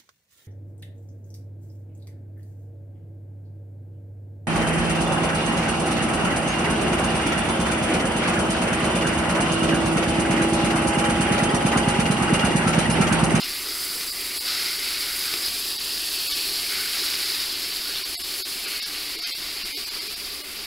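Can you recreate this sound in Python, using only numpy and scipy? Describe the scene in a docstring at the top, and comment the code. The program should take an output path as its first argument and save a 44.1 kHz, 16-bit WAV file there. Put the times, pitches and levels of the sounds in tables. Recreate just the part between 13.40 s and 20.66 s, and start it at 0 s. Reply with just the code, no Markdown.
"""A close, crackling sizzle: diced chicken fries in a steel pan while a plastic spoon turns it over.
Steam bubbles burst in the hot oil and throw a fine spray; each stroke brings wet meat onto the metal,
which sputters. The induction hob's fan and hum lie below, and the kitchen adds faint echoes.
One microphone by the pan, mono; for brief moments the sound turns thin and watery."""
import sys
import numpy as np
from scipy import signal
from scipy.fft import rfft, irfft, next_fast_len
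from scipy.io import wavfile
from scipy.ndimage import uniform_filter1d

SR = 44100
rng = np.random.default_rng(int(sys.argv[2]) if len(sys.argv) > 2 else 0)


def unload_audio(sound):
    """Save the sound as a 16-bit wav file, at the path given as the first command line argument."""
    columns = np.transpose(np.atleast_2d(sound))
    # keep every value between -1 and 1, then stretch to whole-number steps
    steps = np.round(np.clip(columns, -1, 1) * 32767)
    wavfile.write(sys.argv[1], SR, steps.astype(np.int16))


N = 320151


def from_db(db):
    """Decibels to gain."""
    return 10 ** (np.asarray(db) / 20)


def rms_one(x):
    """Scale to an rms of 1."""
    return x / np.sqrt(np.mean(x ** 2) + 1e-20)


def in_time(rows):
    """Turn rows of (seconds, values..) into one curve a value, sample by sample."""
    times, *columns = np.transpose(rows)
    return [np.interp(np.arange(N) / SR, times, column) for column in columns]


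def drift(rate_hz, step=40, settle=2000):
    """A slow random wander with an rms of about 1."""
    pole = np.exp(-2 * np.pi * rate_hz * step / SR)
    noise = rng.standard_normal(N // step + settle + 2)
    slow = signal.lfilter([1], [1, -2 * pole, pole * pole], noise)[settle:]
    return np.interp(np.arange(N) / step, np.arange(len(slow)), rms_one(slow))


def coloured(x, spectrum):
    """Shape x by rows of (Hz, relative dB); rms 1."""
    size = 2 * next_fast_len(N)
    hz, db = np.transpose(spectrum)
    bin_hz = np.fft.rfftfreq(size, 1 / SR)
    gain = from_db(np.interp(np.log(bin_hz + 1), np.log(hz), db))
    cepstrum = irfft(np.log(gain))[:size // 2]
    cepstrum[1:] *= 2  # minimum phase: nothing rings ahead of a click
    response = np.exp(rfft(cepstrum, size))
    return rms_one(irfft(rfft(x, size) * response)[:N])


def ring(clicks, hz, t60):
    """A unit click starts a sine of height 1 that falls 60 dB in t60 seconds."""
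    radius, angle = from_db(-60 / (t60 * SR)), 2 * np.pi * hz / SR
    feedback = [1, -2 * radius * np.cos(angle), radius * radius]
    return signal.lfilter([0, np.sin(angle)], feedback, clicks + 1e-18)


def resonance(x, hz, width_hz, block=256):
    """A steep-sided resonance whose centre may move from block to block; rms 1."""
    radius = np.exp(-np.pi * width_hz / SR)
    cosine = np.cos(2 * np.pi * hz / SR) * np.ones(N)
    out, state = np.zeros(N), np.zeros((2, 2))
    for i in range(0, N, block):
        section = [1, 0, -1, 1, -2 * radius * cosine[i], radius * radius]
        out[i:i + block], state = signal.sosfilt([section, section], x[i:i + block], zi=state)
    return rms_one(out)


def strikes(rows):
    """One click for each (seconds, dB)."""
    out = np.zeros(N)
    for start, db in rows:
        out[round(start * SR)] = from_db(db)
    return out


def bursts(per_s, spread_db, clump_db):
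    """Random clicks, many small and a few large; their rate wanders around per_s, so they clump."""
    born = rng.random(N) < per_s * from_db(clump_db * drift(rate_hz=25)) / SR
    sizes = from_db(spread_db * np.minimum(rng.exponential(1, N), 5))
    return born * sizes * rng.choice([-1, 1], N)


def kitchen(x, echo_db=-16, t60=0.4, count=120):
    """Counter, cupboards and walls send faint early echoes back to the microphone."""
    delays = rng.uniform(0.0028, .07, count)
    echoes = np.zeros(SR // 5)
    echoes[(delays * SR).astype(int)] = rng.choice([-1, 1], count) * from_db(-60 * delays / t60)
    return x + from_db(echo_db) * signal.fftconvolve(x, echoes / np.linalg.norm(echoes))[:N]


def hob(air_db=-48, waver_hz=2.0, waver_db=2):
    """Under the pan the cooling fan blows through the housing; motor and mains add wavering tones."""
    # Rush of the fan. Each row: frequency in Hz, relative level in dB.
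    fan_colour = [(15, -6), (27, 6.5), (36, -3.5), (55, -7), (100, -12), (160, -10.5), (210, -5.5),
                  (300, -5.5), (470, -11.5), (550, -8), (640, -11.5), (710, -7), (900, -9.5), (1170, -6),
                  (2000, -26.5)]
    # Motor and mains hum. Each row: frequency in Hz, rms level in dB, both before the waver.
    tones = [(59.2, -59.5), (120, -71), (290.7, -58.5), (412, -60), (705.2, -65), (1163, -59.5),
             (1384, -73)]
    out = from_db(air_db) * coloured(rng.standard_normal(N), fan_colour)
    for hz, db in tones:
        phase = 2 * np.pi * np.cumsum(hz + waver_hz * drift(rate_hz=2.74)) / SR
        out += np.sqrt(2) * from_db(db + waver_db * drift(rate_hz=6.1)) * np.sin(phase)
    return out


def drumming(swing_db, rest_db=-51, follows_boil=.5, flop_half_s=0.031):
    """Soft thuds of meat and vapour sound the pan bottom's low note, swelling where a piece flops over."""
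    # Meat landing on the pan bottom. Each row: time in seconds, rms level at its height in dB.
    flops = [(.29, -41.5), (.56, -43.5), (1.945, -42.5), (2.02, -43), (2.95, -45), (3.09, -44), (3.6, -45),
             (5.27, -47), (5.76, -45.5), (6.36, -45.5)]
    t = np.arange(N) / SR
    flop_power = sum((from_db(db) * np.exp(-((t - at) / flop_half_s) ** 2)) ** 2 for at, db in flops)
    level = np.sqrt(from_db(rest_db + follows_boil * swing_db) ** 2 + flop_power)
    thuds = bursts(per_s=760, spread_db=2.0, clump_db=1.5)
    return level * resonance(thuds, hz=354, width_hz=127)


def spoon_scrapes(width_hz=850):
    """The spoon's edge slips over the metal in a short rasp that rises in pitch."""
    # Rasps. Each row: start and length in seconds, level in dB, first and last pitch in Hz.
    scrapes = [(1.93, 0.022, -31, 2580, 2800), (4.533, 0.07, -34.5, 2600, 4250)]
    t, out = np.arange(N) / SR, np.zeros(N)
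    for start, length, db, start_hz, end_hz in scrapes:
        progress = np.clip((t - start) / length, 0, 1)
        pitch_hz = start_hz + (end_hz - start_hz) * progress
        slips = bursts(per_s=3000, spread_db=1.0, clump_db=1.0)
        out += from_db(db) * np.sin(np.pi * progress) * resonance(slips, pitch_hz, width_hz)
    return out


def spoon_knocks():
    """The spoon knocks on the pan, whose ring the meat damps."""
    # Blows of the spoon. Each row: time in seconds, strength in dB.
    knocks = [(.612, -27), (1.9395, -19.5), (2.5765, -27), (3.7415, -23.5), (4.5585, -25), (4.941, -31)]
    # Modes of the filled pan. Each row: frequency in Hz, gain in dB, t60 in seconds.
    pan_modes = [(406, -28, 0.09), (1280, -34, 0.03), (2170, -19, 0.013), (2760, -2, 0.0093),
                 (3850, 6, 0.0085), (5380, -3, 0.023), (7400, -16, .004)]
    blows = strikes(knocks)
    return sum(from_db(db) * ring(blows, hz, t60) for hz, db, t60 in pan_modes)


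def stirring(attack_s=0.029, release_s=0.085, sag_db_per_s=6):
    """Each stroke rises, sags as juice boils off and dies away: power of flare, sputter and squelch."""
    # The spoon pushes wet meat onto hot metal. Each row: start and length in seconds,
    # then the levels of the bubbles' flare, the sputter and the squelch in dB.
    strokes = [(0.0, 0.031, -37.5, -38.5, -46), (0.22, 0.41, -34.5, -62, -48), (1.034, .28, -29, -41, -43),
               (1.403, 0.41, -33.5, -52, -45.5), (1.83, 0.11, -32, -45, -41), (2.013, 0.033, -29, -53, -52),
               (2.58, .18, -65, -45, -70), (2.84, 0.17, -36.5, -39.5, -61), (3.282, .16, -40, -38, -41),
               (3.517, 0.21, -31, -39, -44), (3.773, 0.25, -32, -42, -47), (4.14, 0.088, -41, -44, -54),
               (4.44, .2, -38, -43, -47), (4.85, 0.07, -39, -41, -57), (5.235, 0.16, -35.5, -38, -45.5),
               (5.518, 0.039, -38, -40, -50), (5.811, 0.12, -38.5, -38.5, -51.5),
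               (6.147, 0.19, -45, -41.5, -54.5)]
    t, power = np.arange(N) / SR, np.zeros((3, N))
    for start, length, *levels_db in strokes:
        age = np.maximum(t - start, 0)
        push = np.minimum(age / attack_s, 1) * from_db(-sag_db_per_s * (age - length / 2))
        release = np.exp(-np.clip(age - length, 0, 1) / release_s)
        power += (from_db(levels_db)[:, None] * push * release) ** 2
    return power


def juice(swing_db, sputter_power, squelch_power, sputter_rest_db=-40, squelch_rest_db=-55):
    """Larger, wetter bubbles sputter, ring the hollow beside the meat and squelch under the spoon."""
    # The hollow between meat and pan wall.
    # Each row: time in seconds, pitch in Hz, its ring against the sputter in dB.
    hollow_shape = [(0, 2030, -5.5), (1.0, 2060, -7), (1.55, 2150, 0.5), (2.0, 2180, -4.5), (2.3, 2690, -6),
                    (2.9, 2630, -2.5), (3.35, 2150, -4), (4.9, 2260, -12), (5.4, 2160, -6.5),
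                    (7.26, 2130, -7.5)]
    hollow_hz, hollow_db = in_time(hollow_shape)
    sputter_hz, squelch_hz = 1.18 * hollow_hz, 0.666 * hollow_hz
    sputter = resonance(bursts(per_s=6000, spread_db=1.0, clump_db=2.6), sputter_hz, width_hz=1700)
    hollow = resonance(bursts(per_s=3000, spread_db=1.5, clump_db=2.5), hollow_hz, width_hz=420)
    squelch = resonance(bursts(per_s=1900, spread_db=1.5, clump_db=3.0), squelch_hz, width_hz=400)
    # between strokes the sputter follows about half of the boil's swing
    sputter_gain = np.sqrt(from_db(sputter_rest_db + 0.48 * swing_db) ** 2 + sputter_power)
    squelch_gain = np.sqrt(from_db(squelch_rest_db) ** 2 + squelch_power)
    return sputter_gain * (sputter + from_db(hollow_db) * hollow) + squelch_gain * squelch


def pops_and_spits():
    """A large bubble rings briefly as it opens; an oil droplet spits with one sharp snap."""
    # Large bubbles. 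Each row: time in seconds, peak level in dB, pitch in Hz.
    pops = [(2.059, -18, 4930), (3.9005, -20, 4700), (4.001, -19, 4900), (4.5835, -19.5, 4170),
            (6.1744, -27, 4370), (6.5433, -23.5, 4650), (6.847, -24, 4540), (7.192, -28, 4660)]
    # Spitting droplets. Each row: time in seconds, strength in dB.
    spits = [(1.7656, -10.5), (1.7925, -8), (2.061, -10), (3.042, -22), (3.742, -31), (5.305, -26)]
    popping = sum(ring(strikes([(start, db)]), hz, t60=0.036) for start, db, hz in pops)
    return popping + ring(strikes(spits), hz=10500, t60=0.00089)


def frying(boil_db, spray_db, flare_power, flare_spray_db=-6.5):
    """Steam bubbles crackle in the oil, many near one pitch, and their spray hisses above them."""
    # Bubbles of all sizes. Each row: frequency in Hz, relative level in dB.
    bubble_colour = [(500, -25), (1000, -20.5), (1800, -11.5), (2600, -13.5), (3300, -7.5), (3900, -2),
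                     (4400, -0.5), (4800, 0.5), (5200, -1.5), (5550, -6.5), (5950, -14.5), (6400, -17),
                     (6800, -12), (8000, -38)]
    # Fine spray. Each row: frequency in Hz, relative level in dB.
    spray_colour = [(5000, -13), (6400, 0.5), (6850, -13), (7200, 2), (8300, 0), (9200, 1.5), (10400, 4.5),
                    (11400, 4), (12300, 1), (14000, 0), (15800, -3)]
    # The commonest bubble size follows the depth of the oil.
    # Each row: time in seconds, its pitch in Hz, its level against the other bubbles in dB.
    bubble_pitch = [(0, 4860, -11), (.4, 4860, -1.5), (1.3, 4750, -8), (2.1, 4850, -5), (3.1, 4400, -5),
                    (3.6, 4580, -9.5), (4.45, 4630, -7), (4.9, 4390, -8.5), (7.26, 4790, -5.5)]
    pitch_hz, alike_db = in_time(bubble_pitch)
    mixed = coloured(bursts(per_s=9000, spread_db=2.5, clump_db=1.6), bubble_colour)
    alike = resonance(bursts(per_s=3700, spread_db=1.5, clump_db=1.2), pitch_hz, width_hz=560)
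    spray = coloured(bursts(per_s=20000, spread_db=0.5, clump_db=2.0), spray_colour)
    bubbles = (mixed + from_db(alike_db) * alike) / np.hypot(1, from_db(alike_db))
    bubble_gain = np.sqrt(from_db(boil_db) ** 2 + flare_power)
    spray_gain = np.sqrt(from_db(spray_db) ** 2 + from_db(flare_spray_db) ** 2 * flare_power)
    return bubble_gain * bubbles + spray_gain * spray


def scene():
    """Pan and hob in a kitchen, close to one microphone; the boil and the strokes drive the sizzle."""
    # The boil swells as the meat is spread, then sinks as the pan cools.
    # Each row: time in seconds, level of the bubbles in dB, level of the spray in dB.
    boil = [(0, -30.5, -34.5), (.4, -36, -32), (.95, -31.5, -32), (1.2, -32, -34), (2.15, -30.5, -31.5),
            (2.32, -30.5, -32.5), (2.55, -30, -32.8), (3.0, -28, -31), (3.85, -30, -32.5),
            (4.25, -30, -35.5), (4.7, -32.5, -35), (4.95, -32, -33.5), (5.75, -33, -37.5), (6.5, -33, -38),
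            (6.95, -35, -38), (7.06, -38, -39.6), (7.26, -35, -40)]
    boil_db, spray_db = in_time(boil)
    swing_db = boil_db - boil_db.mean()
    flare_power, sputter_power, squelch_power = stirring()
    sizzle = frying(boil_db, spray_db, flare_power) + juice(swing_db, sputter_power, squelch_power)
    pan = sizzle + drumming(swing_db) + pops_and_spits() + spoon_knocks() + spoon_scrapes()
    return np.tile(kitchen(pan) + hob(), (2, 1))


def thinning(x, gate_db=-8, lone_db=5.5, strong_db=6.5, lone_lift_db=5.0, strong_lift_db=1.0):
    """The weakest partials are always gated away; in a dropout only the strongest ones remain."""
    # Thin, watery moments. Each row: centre in seconds, time held at its thinnest in seconds.
    dropouts = [(.030, 0), (.714, 0), (.994, .002), (2.377, 0), (2.889, .004), (2.934, 0), (4.641, 0),
                (4.776, .026), (4.830, 0), (5.034, .020), (5.261, 0), (5.410, .003), (5.449, 0), (5.772, 0),
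                (5.812, 0), (5.850, .018), (5.930, .020), (5.965, 0), (6.239, 0), (6.349, .036), (6.455, 0),
                (6.497, 0), (6.602, 0), (6.689, 0), (6.754, 0), (7.028, 0)]
    frame, ramp_s = 2048, 0.025
    partials = signal.stft(x, nperseg=frame)[2]
    power = np.abs(partials) ** 2
    time_smoothed = uniform_filter1d(power, size=21, axis=1)
    band_power = np.abs(uniform_filter1d(time_smoothed, size=9, axis=0)) + 1e-20
    audible = power > from_db(gate_db) ** 2 * band_power
    full = signal.istft(partials * audible, nperseg=frame)[1][:N]
    # partials far above the overall level are spared; lone ones above their own band are lifted and chirp
    strong = power > from_db(strong_db) ** 2 * band_power.mean(axis=0)
    lone = power > from_db(lone_db) ** 2 * band_power
    lift = np.where(lone, from_db(lone_lift_db), from_db(strong_lift_db) * strong)
    watery = signal.istft(partials * lift, nperseg=frame)[1][:N]
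    t, opening = np.arange(N) / SR, np.ones(N)
    for centre, held in dropouts:
        dip = np.clip((np.abs(t - centre) - held / 2) / ramp_s, .02, 1)
        opening = np.minimum(opening, dip)
    full_share = np.sin(np.pi / 2 * opening)
    return full_share * full + (1 - full_share) * watery


def record(dry, cutoff_hz=15700):
    """The mono signal is thinned, loses its highest treble and feeds both sides."""
    lowpass = signal.ellip(12, .1, 90, cutoff_hz, fs=SR, output="sos")
    return np.tile(signal.sosfilt(lowpass, thinning(dry.mean(axis=0))), (2, 1))


dry = scene()
out = record(dry)
unload_audio(out)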